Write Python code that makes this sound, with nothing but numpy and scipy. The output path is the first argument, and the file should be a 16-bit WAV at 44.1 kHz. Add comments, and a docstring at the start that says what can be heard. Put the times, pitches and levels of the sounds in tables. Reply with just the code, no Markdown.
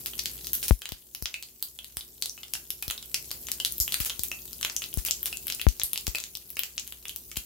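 """Mustard seeds bursting in hot oil

Seeds burst in a wok, close to a stereo camera in a small hard-walled kitchen. Each burst is an impulse
coloured by a plop, a snap and a tick; some bubbles ring with a rising note, some husks sputter steam.
Sparse decaying echoes make the room. Blasts displace a microphone, and its low cut rings.
Under it lie the fizz of the oil, a crackling filtered noise, and a kitchen hum of rumble and motor tones;
the level of both drops abruptly at times and drifts gradually in between."""
import sys
import numpy as np
from scipy import signal
from scipy.fft import rfft, irfft
from scipy.io import wavfile
from scipy.ndimage import uniform_filter1d, minimum_filter1d

SR = 44100
rng = np.random.default_rng(int(sys.argv[2]) if len(sys.argv) > 2 else 0)


def store_wav(level_fs):
    """Save 16-bit WAV to argv[1]."""
    pcm = np.round(np.clip(np.atleast_2d(level_fs), -1, 1) * 32767)
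    wavfile.write(sys.argv[1], SR, pcm.T.astype(np.int16))


def makeup_ratio(level_db):
    """Linear amplitude ratio for a level in decibels (20 dB per factor of ten)."""
    decades = np.asarray(level_db, float) / 20
    return 10 ** decades


N = 328545
BURST, LEAD = 300, 40  # samples in a burst, and of run-up before its peak

# Background level, with abrupt drops and gradual drifts. Each row: time in seconds, reference level in dB.
BACKGROUND = [(0, -52.5), (.7, -51.5), (0.759, -63.5), (1.6, -63), (2.098, -60.5), (2.9, -59), (3.4, -52.5),
              (4.2, -55), (4.6, -54.5), (5.6, -53.5), (5.721, -57.5), (6.8, -60), (7.45, -58.5)]


def evened(x):
    """Normalization: scales a signal to an rms of 1."""
    return x / np.sqrt(np.mean(x ** 2) + 1e-20)


def read(points, hz, column=1):
    """Spectral envelope: interpolates a table along log frequency."""
    table = np.transpose(points)
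    return np.interp(np.log(hz + 1), np.log(table[0] + 1), table[column])


def noise(spectrum, same, patchy_db):
    """Partly coherent noise: two channels of random short-time spectra share a part; patches drift."""
    hz = np.fft.rfftfreq(1024, 1 / SR)
    a, b, c, d, patches = rng.standard_normal((N // 256 + 5, 513, 5)).T
    patches = uniform_filter1d(patches, size=10, axis=0)  # along frequency
    patches = evened(uniform_filter1d(patches, size=8, axis=1))  # along time
    same = np.clip(same, 0, 1)
    left = a + 1j * b
    right = same * left + np.sqrt(1 - same ** 2) * (c + 1j * d)
    z = np.array([left, right])
    z *= makeup_ratio(read(spectrum, hz)[:, None] + patchy_db * patches)
    return evened(signal.istft(z, nperseg=1024, noverlap=768)[1][:, :N])


def background_db(seconds):
    """Level envelope: interpolates the reference level of the background at the given times."""
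    return np.interp(seconds, *np.transpose(BACKGROUND))


def fizz():
    """Superposition: countless tiny bubbles in the oil merge to a bright, finely crackling hiss."""
    # Spectrum of the hiss. Each row: frequency in Hz, relative level in dB per Hz.
    fizz_spectrum = [(400, -40), (900, -24), (2000, -24), (4000, -13), (8000, -7), (9500, -8), (11500, -1),
                     (15600, -1), (16200, -25)]
    crackle = uniform_filter1d(rng.exponential(1, (2, N)) ** 2 - 2, size=40)
    crackle = makeup_ratio(3.2 * evened(crackle))
    level_db = background_db(np.arange(N) / SR) + [[8.5], [6.5]]  # left, right
    return crackle * noise(fizz_spectrum, same=0.049, patchy_db=2.9) * makeup_ratio(level_db)


def hum():
    """Tones in noise: a few slightly wavering motor tones, equal in both channels, over a low rumble."""
    # Rumble under the tones. Each row: frequency in Hz, relative level in dB per Hz.
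    rumble_spectrum = [(30, -8.5), (55, 5.5), (90, -25), (130, -8.5), (430, -15.5), (560, -19.5),
                       (1000, -28.5), (1500, -47)]
    # Motor tones. Each row: frequency in Hz, relative level in dB.
    motor_tones = [(59.2, -63), (123.8, -72.5), (236.9, -73.5), (355.3, -71.5), (414.5, -76)]
    t = np.arange(N) / SR
    waver = evened(uniform_filter1d(rng.standard_normal((len(motor_tones), N)), size=9000))
    tones = np.zeros(N)
    for (hz, db), waver_db in zip(motor_tones, 1.2 * waver):
        tones += makeup_ratio(db + waver_db) * np.sin(2 * np.pi * (hz * t + rng.random()))
    rumble = noise(rumble_spectrum, same=0.77, patchy_db=0.5)
    return (0.84 * rumble + 0.79 * evened(tones)) * makeup_ratio(background_db(t))


def pop(s, chance, plop_db, snap_db, tick_db):
    """Impulse and scattering: one sharp crack, scattered by the curved wok wall, takes a colour."""
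    # The treble leans left as the camera drifts. Each row: time in seconds, left over right in dB.
    treble_lean = [(0, 5.5), (2.8, 3.5), (3.7, 10), (7.45, 8)]
    t = np.arange(BURST) / SR
    crack = .18 * (chance[0] + chance[1:]) * np.exp(-t / .0004)
    crack[:, 0] = -1  # the husk splits
    crack[1] = np.roll(crack[1], round(abs(chance[0, -1])))  # reaches the right microphone a little later
    plop_hz = 3100 * (1 + .09 * chance[1, -1])  # steam bubbles differ in size
    colour = [(300, plop_db - 22.5), (1000, plop_db - 15.0), (2000, plop_db - 10.5), (plop_hz, plop_db),
              (6500, snap_db), (9300, (snap_db + tick_db) / 2 - 3), (12000, tick_db), (16000, tick_db - 5)]
    hz = np.fft.rfftfreq(BURST, 1 / SR)
    lean_db = np.interp(s, *np.transpose(treble_lean)) * np.array([[.5], [-.5]]) * np.minimum(hz / 9000, 1)
    # each husk has its own peaks and dips
    uneven_db = 2 * evened(uniform_filter1d(chance[2, -len(hz):], size=9))
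    spectrum = rfft(crack) / np.linalg.norm(crack, axis=1)[:, None]
    spectrum *= makeup_ratio(read(colour, hz) + lean_db + uneven_db)
    return np.roll(irfft(spectrum, BURST), LEAD, 1)


def bursts(events):
    """Linear superposition: adds up pops, each given by its peak's moment and its plop, snap, tick in dB."""
    out = np.zeros((2, N + SR))
    for s, *levels in events:
        chance = rng.standard_normal((3, BURST))
        out[:, round(s * SR) - LEAD:][:, :BURST] += pop(s, chance, *levels)
    return out[:, :N]


def large_seeds():
    """Impulsive sources: large seeds burst, and drops of oil flung by each land as weaker ticks."""
    # Seeds bursting. Each row: moment of the crack's peak in seconds, then plop, snap and tick levels in dB.
    large_bursts = [(0.0605, 2, -8, -2), (0.135, 1, -38, -17), (0.192, -3.5, -1, -10),
                    (0.1948, 1, 1.5, -0.5), (0.2578, 5, 0, -3), (0.3794, -13, -14, -17),
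                    (0.4456, -9, -7, -26), (0.4701, -5.5, -4.5, -6), (0.5326, 4.5, 1.5, 14.5),
                    (0.5522, -2.5, -11, 1), (0.629, -4, -4, -2), (0.6822, -3, 0, 4), (0.891, -2, -14.5, -5),
                    (0.9209, 0, -10.5, -8), (1.1495, -6, -13, -2), (1.2245, -13, -8, -3),
                    (1.2574, 2.5, 0, -8), (1.4265, -10.5, -9, -12), (1.6265, -7, -4.5, 4.5),
                    (1.845, -11.5, -10.5, -14), (1.9701, -3, -3.5, 3), (1.9926, -20, -11, -11),
                    (2.2237, 5, 3, -2.5), (2.2588, -3.5, -6, 1), (2.2957, -22, 1.5, -19),
                    (2.537, 1.5, 1.5, 0.5), (2.7048, 2, -6, 1), (2.825, -6, -7, -1.5),
                    (2.8806, -3.5, -10, 0), (2.9011, 2, -11, -4), (2.9099, 4.5, -2, 2), (3.1443, 8, 3.5, 3),
                    (3.3147, 2.5, -6, -1.5), (3.4697, -19, -4, -12), (3.5171, -1.5, 2, 3),
                    (3.649, 8.5, 5.5, 2), (3.6601, -5, -3, -8), (3.723, -19, -12, -2), (3.782, -17, -23, 2),
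                    (3.8016, 6, 7, 14), (3.879, 0.5, -20, 1.5), (3.9226, 1, -6, 1), (3.9427, 11, 5, 1.5),
                    (4.0032, -0.5, -11, 1.5), (4.049, -3, -6, -1), (4.1027, 3, -10, -22),
                    (4.1943, -3.5, -5.5, -1), (4.2352, -6.5, -6, 2.5), (4.2846, -39, -10, -7),
                    (4.5313, -8, -7.5, -12), (4.612, -2, -9, -9), (4.6297, 3, 0.5, -4),
                    (4.6492, 8, 0, -2.5), (4.6987, 6, -4, -31), (4.765, -0.5, 3.5, -6), (4.84, -4, -9, -18),
                    (4.9406, -10.5, -8, 0.5), (4.974, -27, -5, -6), (5.0506, 0, -14, 2),
                    (5.086, 4, -34, -3), (5.11, -1, 8, 3.5), (5.2301, -6.5, -27, 2), (5.258, 0.5, -7, 6),
                    (5.2768, -10, -21, -8), (5.3715, -17.5, -5, -6), (5.4698, -6.5, -11, -0.5),
                    (5.482, -2, -4, -6), (5.501, 5.5, -4, -7), (5.5236, -2, -6, -2), (5.5487, -40, -6, 1),
                    (5.6152, 3.5, -10.5, -2.5), (5.6871, -4.5, -2, -4), (5.798, 1, 4, -6),
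                    (5.8168, 7.5, -19, -29), (5.8347, -18, 2.5, 13.5), (5.9329, -1.5, -5, 7),
                    (5.959, -3, -7, -14), (5.9768, 1.5, -4, 0), (6.0686, 6.5, -1.5, -3),
                    (6.079, -29, -1.5, 0), (6.1564, 5, -4, -5), (6.1847, -4, -9.5, -5),
                    (6.202, -10, -6, -18), (6.239, -8, -3, -9), (6.353, -1.5, -7, -7),
                    (6.5036, -19.5, -23, -5.5), (6.5931, 3.5, -10, 6), (6.6349, 0, -4, -3.5),
                    (6.78, 1, -3.5, -14), (6.7971, -18, -3.5, -10), (6.8767, -26, -12, -9),
                    (6.9238, -5.5, -19, -4), (7.083, -34, -1, -16), (7.0947, 1.5, -17, -10),
                    (7.1615, -10, -10, -0.5), (7.372, -5.5, -6, 3)]
    events = list(large_bursts)
    for s, *levels in large_bursts:
        for delay, *weaker in rng.random((2, 4)):  # two drops
            landing = s + .35 * delay ** 2  # most land soon, a few late
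            events.append((landing, *(levels - (20 + 12 * np.array(weaker)))))
    return bursts(events)


def small_seeds():
    """Random point process: lesser seeds burst at random moments, at levels tied to the background."""
    per_s, over_db, spread_db = 55, 27, 5  # rate; level over the background; scatter of plop, snap, tick
    count = round(per_s * N / SR)
    moments = LEAD / SR + rng.random(count) * N / SR
    levels = background_db(moments)[:, None] + over_db + spread_db * rng.standard_normal((count, 3))
    return bursts(np.column_stack([moments, levels]))


def kitchen(x):
    """Reverberation: sparse echoes set in after a millisecond; three tails take turns, so echoes vary."""
    # Reverberation by band. Each row: frequency in Hz, relative echo level in dB, t60 in seconds.
    reverberation = [(1050, 9, 0.31), (3260, 9, 0.14), (6460, 8.5, 0.22), (12700, 8, 0.2)]
    out, count = np.zeros((2, N)), SR // 2
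    turn = np.arange(N) / SR * 23  # radians
    for k in range(3):
        taps = np.zeros((2, count))
        at = np.arange(50, count - 8, 8) + rng.integers(0, 8, (2, (count - 51) // 8))
        np.put_along_axis(taps, at, rng.standard_normal(at.shape), 1)
        hz, t, z = signal.stft(taps, SR, nperseg=128)
        t60 = read(reverberation, hz, column=2)[:, None]
        decay = makeup_ratio(-60 * t / t60)
        decay += makeup_ratio(-24 - 60 * t / (3 * t60))  # the slower tail of the next room
        decay *= makeup_ratio(read(reverberation, hz)[:, None]) / np.linalg.norm(decay, axis=1)[:, None]
        tail = signal.istft(z * decay, SR, nperseg=128)[1] * np.sqrt(8 / 64)
        share = np.sqrt(2 / 3) * np.cos(turn + k * np.pi / 3)
        out += signal.oaconvolve((x.mean(0) * share)[None], tail, axes=1)[:, :N]
    return out


def sputters():
    """Jet noise: steam leaves some husks in short uneven hisses that rise quickly and die away."""
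    # Hisses. Each row: start in seconds, level in dB before the rise and decay shape it.
    steam_hisses = [(0.064, -30.5), (0.63, -24), (0.682, -27.5), (3.651, -31), (3.802, -35), (3.923, -29),
                    (4.005, -25), (4.055, -25.5), (4.234, -31), (4.818, -34.5), (4.98, -31.5), (5.058, -24),
                    (5.258, -27)]
    # Spectrum of the steam. Each row: frequency in Hz, relative level in dB per Hz.
    steam_spectrum = [(900, -26), (2500, -17.5), (6500, -13), (9300, -14), (12500, -12.5), (16000, -14)]
    rise_s, t60_s = 0.0025, 0.17
    level, t = np.zeros(N + SR), np.arange(SR // 4) / SR
    for s, db in steam_hisses:
        level[round(s * SR):][:len(t)] += (1 - np.exp(-t / rise_s)) * makeup_ratio(db - 60 * t / t60_s)
    uneven = makeup_ratio(1.2 * evened(uniform_filter1d(rng.standard_normal(N), size=80)))
    return noise(steam_spectrum, same=0.19, patchy_db=-1.5) * level[:N] * uneven


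def bubbles():
    """Damped resonance: a crack sets off a bubble's brief rising note, which excites a mode of the wok."""
    # Ringing bubbles. Each row: start of the note, which is the peak of its crack, in seconds,
    # initial pitch in Hz, note level in dB before flutter.
    ringing_bubbles = [(.4104, 3880, -39.5), (0.8193, 3010, -29.5), (0.8563, 3540, -26), (1.342, 2510, -27),
                       (1.4331, 4180, -36), (1.789, 3110, -31.5), (2.009, 3430, -32.5), (2.378, 2760, -39),
                       (2.433, 3160, -32), (2.5527, 2680, -28.5), (2.827, 2460, -30.5), (2.9784, 3670, -32),
                       (3.0269, 3300, -32), (3.307, 4040, -37), (3.486, 3440, -26), (3.601, 2930, -23),
                       (4.0976, 3060, -25), (4.316, 2645, -28.5), (4.478, 3530, -38), (4.8204, 2920, -31),
                       (5.3278, 2680, -28), (5.597, 2720, -34), (6.1489, 2510, -26), (6.569, 2630, -26),
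                       (7.0545, 3100, -32), (7.316, 2210, -31.5), (7.3587, 2650, -34),
                       (7.3686, 3000, -25.5)]
    # The mode that the notes set ringing. Each row: frequency in Hz, level in dB, t60 in seconds.
    wok_modes = [(2643, -54.5, 0.26)]
    t60_s, rise_per_s = 0.016, 6.3  # decay; share of its pitch that the note gains in a second
    t, notes = np.arange(4000) / SR, np.zeros(N + SR)
    for s, hz, db in ringing_bubbles:
        flutter = 1 + 1.02 * evened(uniform_filter1d(rng.standard_normal(len(t)), size=60))
        note = np.sin(2 * np.pi * hz * t * (1 + rise_per_s * t / 2)) * flutter
        notes[round(s * SR):][:len(t)] += makeup_ratio(db - 60 * t / t60_s) * note
    t = np.arange(SR // 2) / SR
    wok = sum(makeup_ratio(db - 60 * t / t60) * np.sin(2 * np.pi * hz * t) for hz, db, t60 in wok_modes)
    # plop, snap and tick of the crack, in dB over the note's table level
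    cracks = bursts([(s, db + 20, db + 18.5, db + 16.5) for s, hz, db in ringing_bubbles])
    return cracks + notes[:N] + signal.oaconvolve(notes, wok)[:N]


def jolts():
    """Step response: a blast makes the diaphragm jump aside, creep for some milliseconds and stay."""
    # Blasts. Each row: start in seconds, microphone (0 left, 1 right), then sudden jump and slower push,
    # both as displacements before the low cut (full scale = 1).
    blasts = [(.7092, 0, 2.4, 2.0), (.7092, 1, .5, 1.0), (5.6675, 0, 2.0, 3.2), (.9216, 0, -.072, -.054),
              (1.2241, 0, .065, .25), (1.9703, 0, .031, .066), (2.8798, 0, -.05, -.2),
              (3.8018, 0, -.03, -.62), (4.0042, 0, .06, .45), (4.1945, 0, -.056, -.035),
              (4.9737, 0, .06, 1.3), (5.8348, 0, -.03, -.12), (6.0793, 0, -.115, -.58),
              (7.3722, 0, .06, .2)]
    jump, push = np.zeros((2, 2, N))
    for s, side, sudden, slow in blasts:
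        jump[round(side), round(s * SR)] += sudden
        push[round(side), round(s * SR)] += slow
    quick, creep = np.exp(-1 / (np.array([.00008, .006]) * SR))  # time constants in seconds
    moves = signal.lfilter([1 - quick], [1, -quick], jump)
    moves += signal.lfilter([1 - creep], [1, -creep], push)
    return np.cumsum(moves, 1)


def scene():
    """Superposition: seeds and bubbles, their echoes, steam, the oil, the hum and the jolts."""
    thrown_db = -9  # share of every burst that goes into the room
    near = large_seeds() + small_seeds() + bubbles()
    return fizz() + hum() + near + kitchen(near * makeup_ratio(thrown_db)) + sputters() + jolts()


def top_cut(x):
    """Nothing passes above the cut-off."""
    return signal.sosfilt(signal.butter(12, 16970, fs=SR, output="sos"), x)


def record(dry):
    """Filtering and gain control: a steep low cut makes jolts ring; a limiter looks 6 ms ahead; band limit."""
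    cut = signal.sosfilt(signal.butter(5, 52, "high", fs=SR, output="sos"), dry)
    limit_db, ahead = -4.5, 270  # threshold; look-ahead in samples
    level = uniform_filter1d(abs(cut).max(0), size=7)
    over_db = np.maximum(20 * np.log10(level + 1e-9) - limit_db, 0)
    over_db = -minimum_filter1d(-over_db, size=ahead + 1, origin=-ahead // 2)
    fall = np.arange(N) * 890.0 / SR  # recovers so many dB a second
    over_db = np.maximum.accumulate(over_db + fall) - fall
    limited = cut / makeup_ratio(uniform_filter1d(over_db, size=60))
    edge = signal.firwin(201, 16300, window=("kaiser", 8), fs=SR)
    mix = signal.oaconvolve(limited, edge[None], "same", axes=1)
    return top_cut(mix)


dry = scene()
out = record(dry)
store_wav(out)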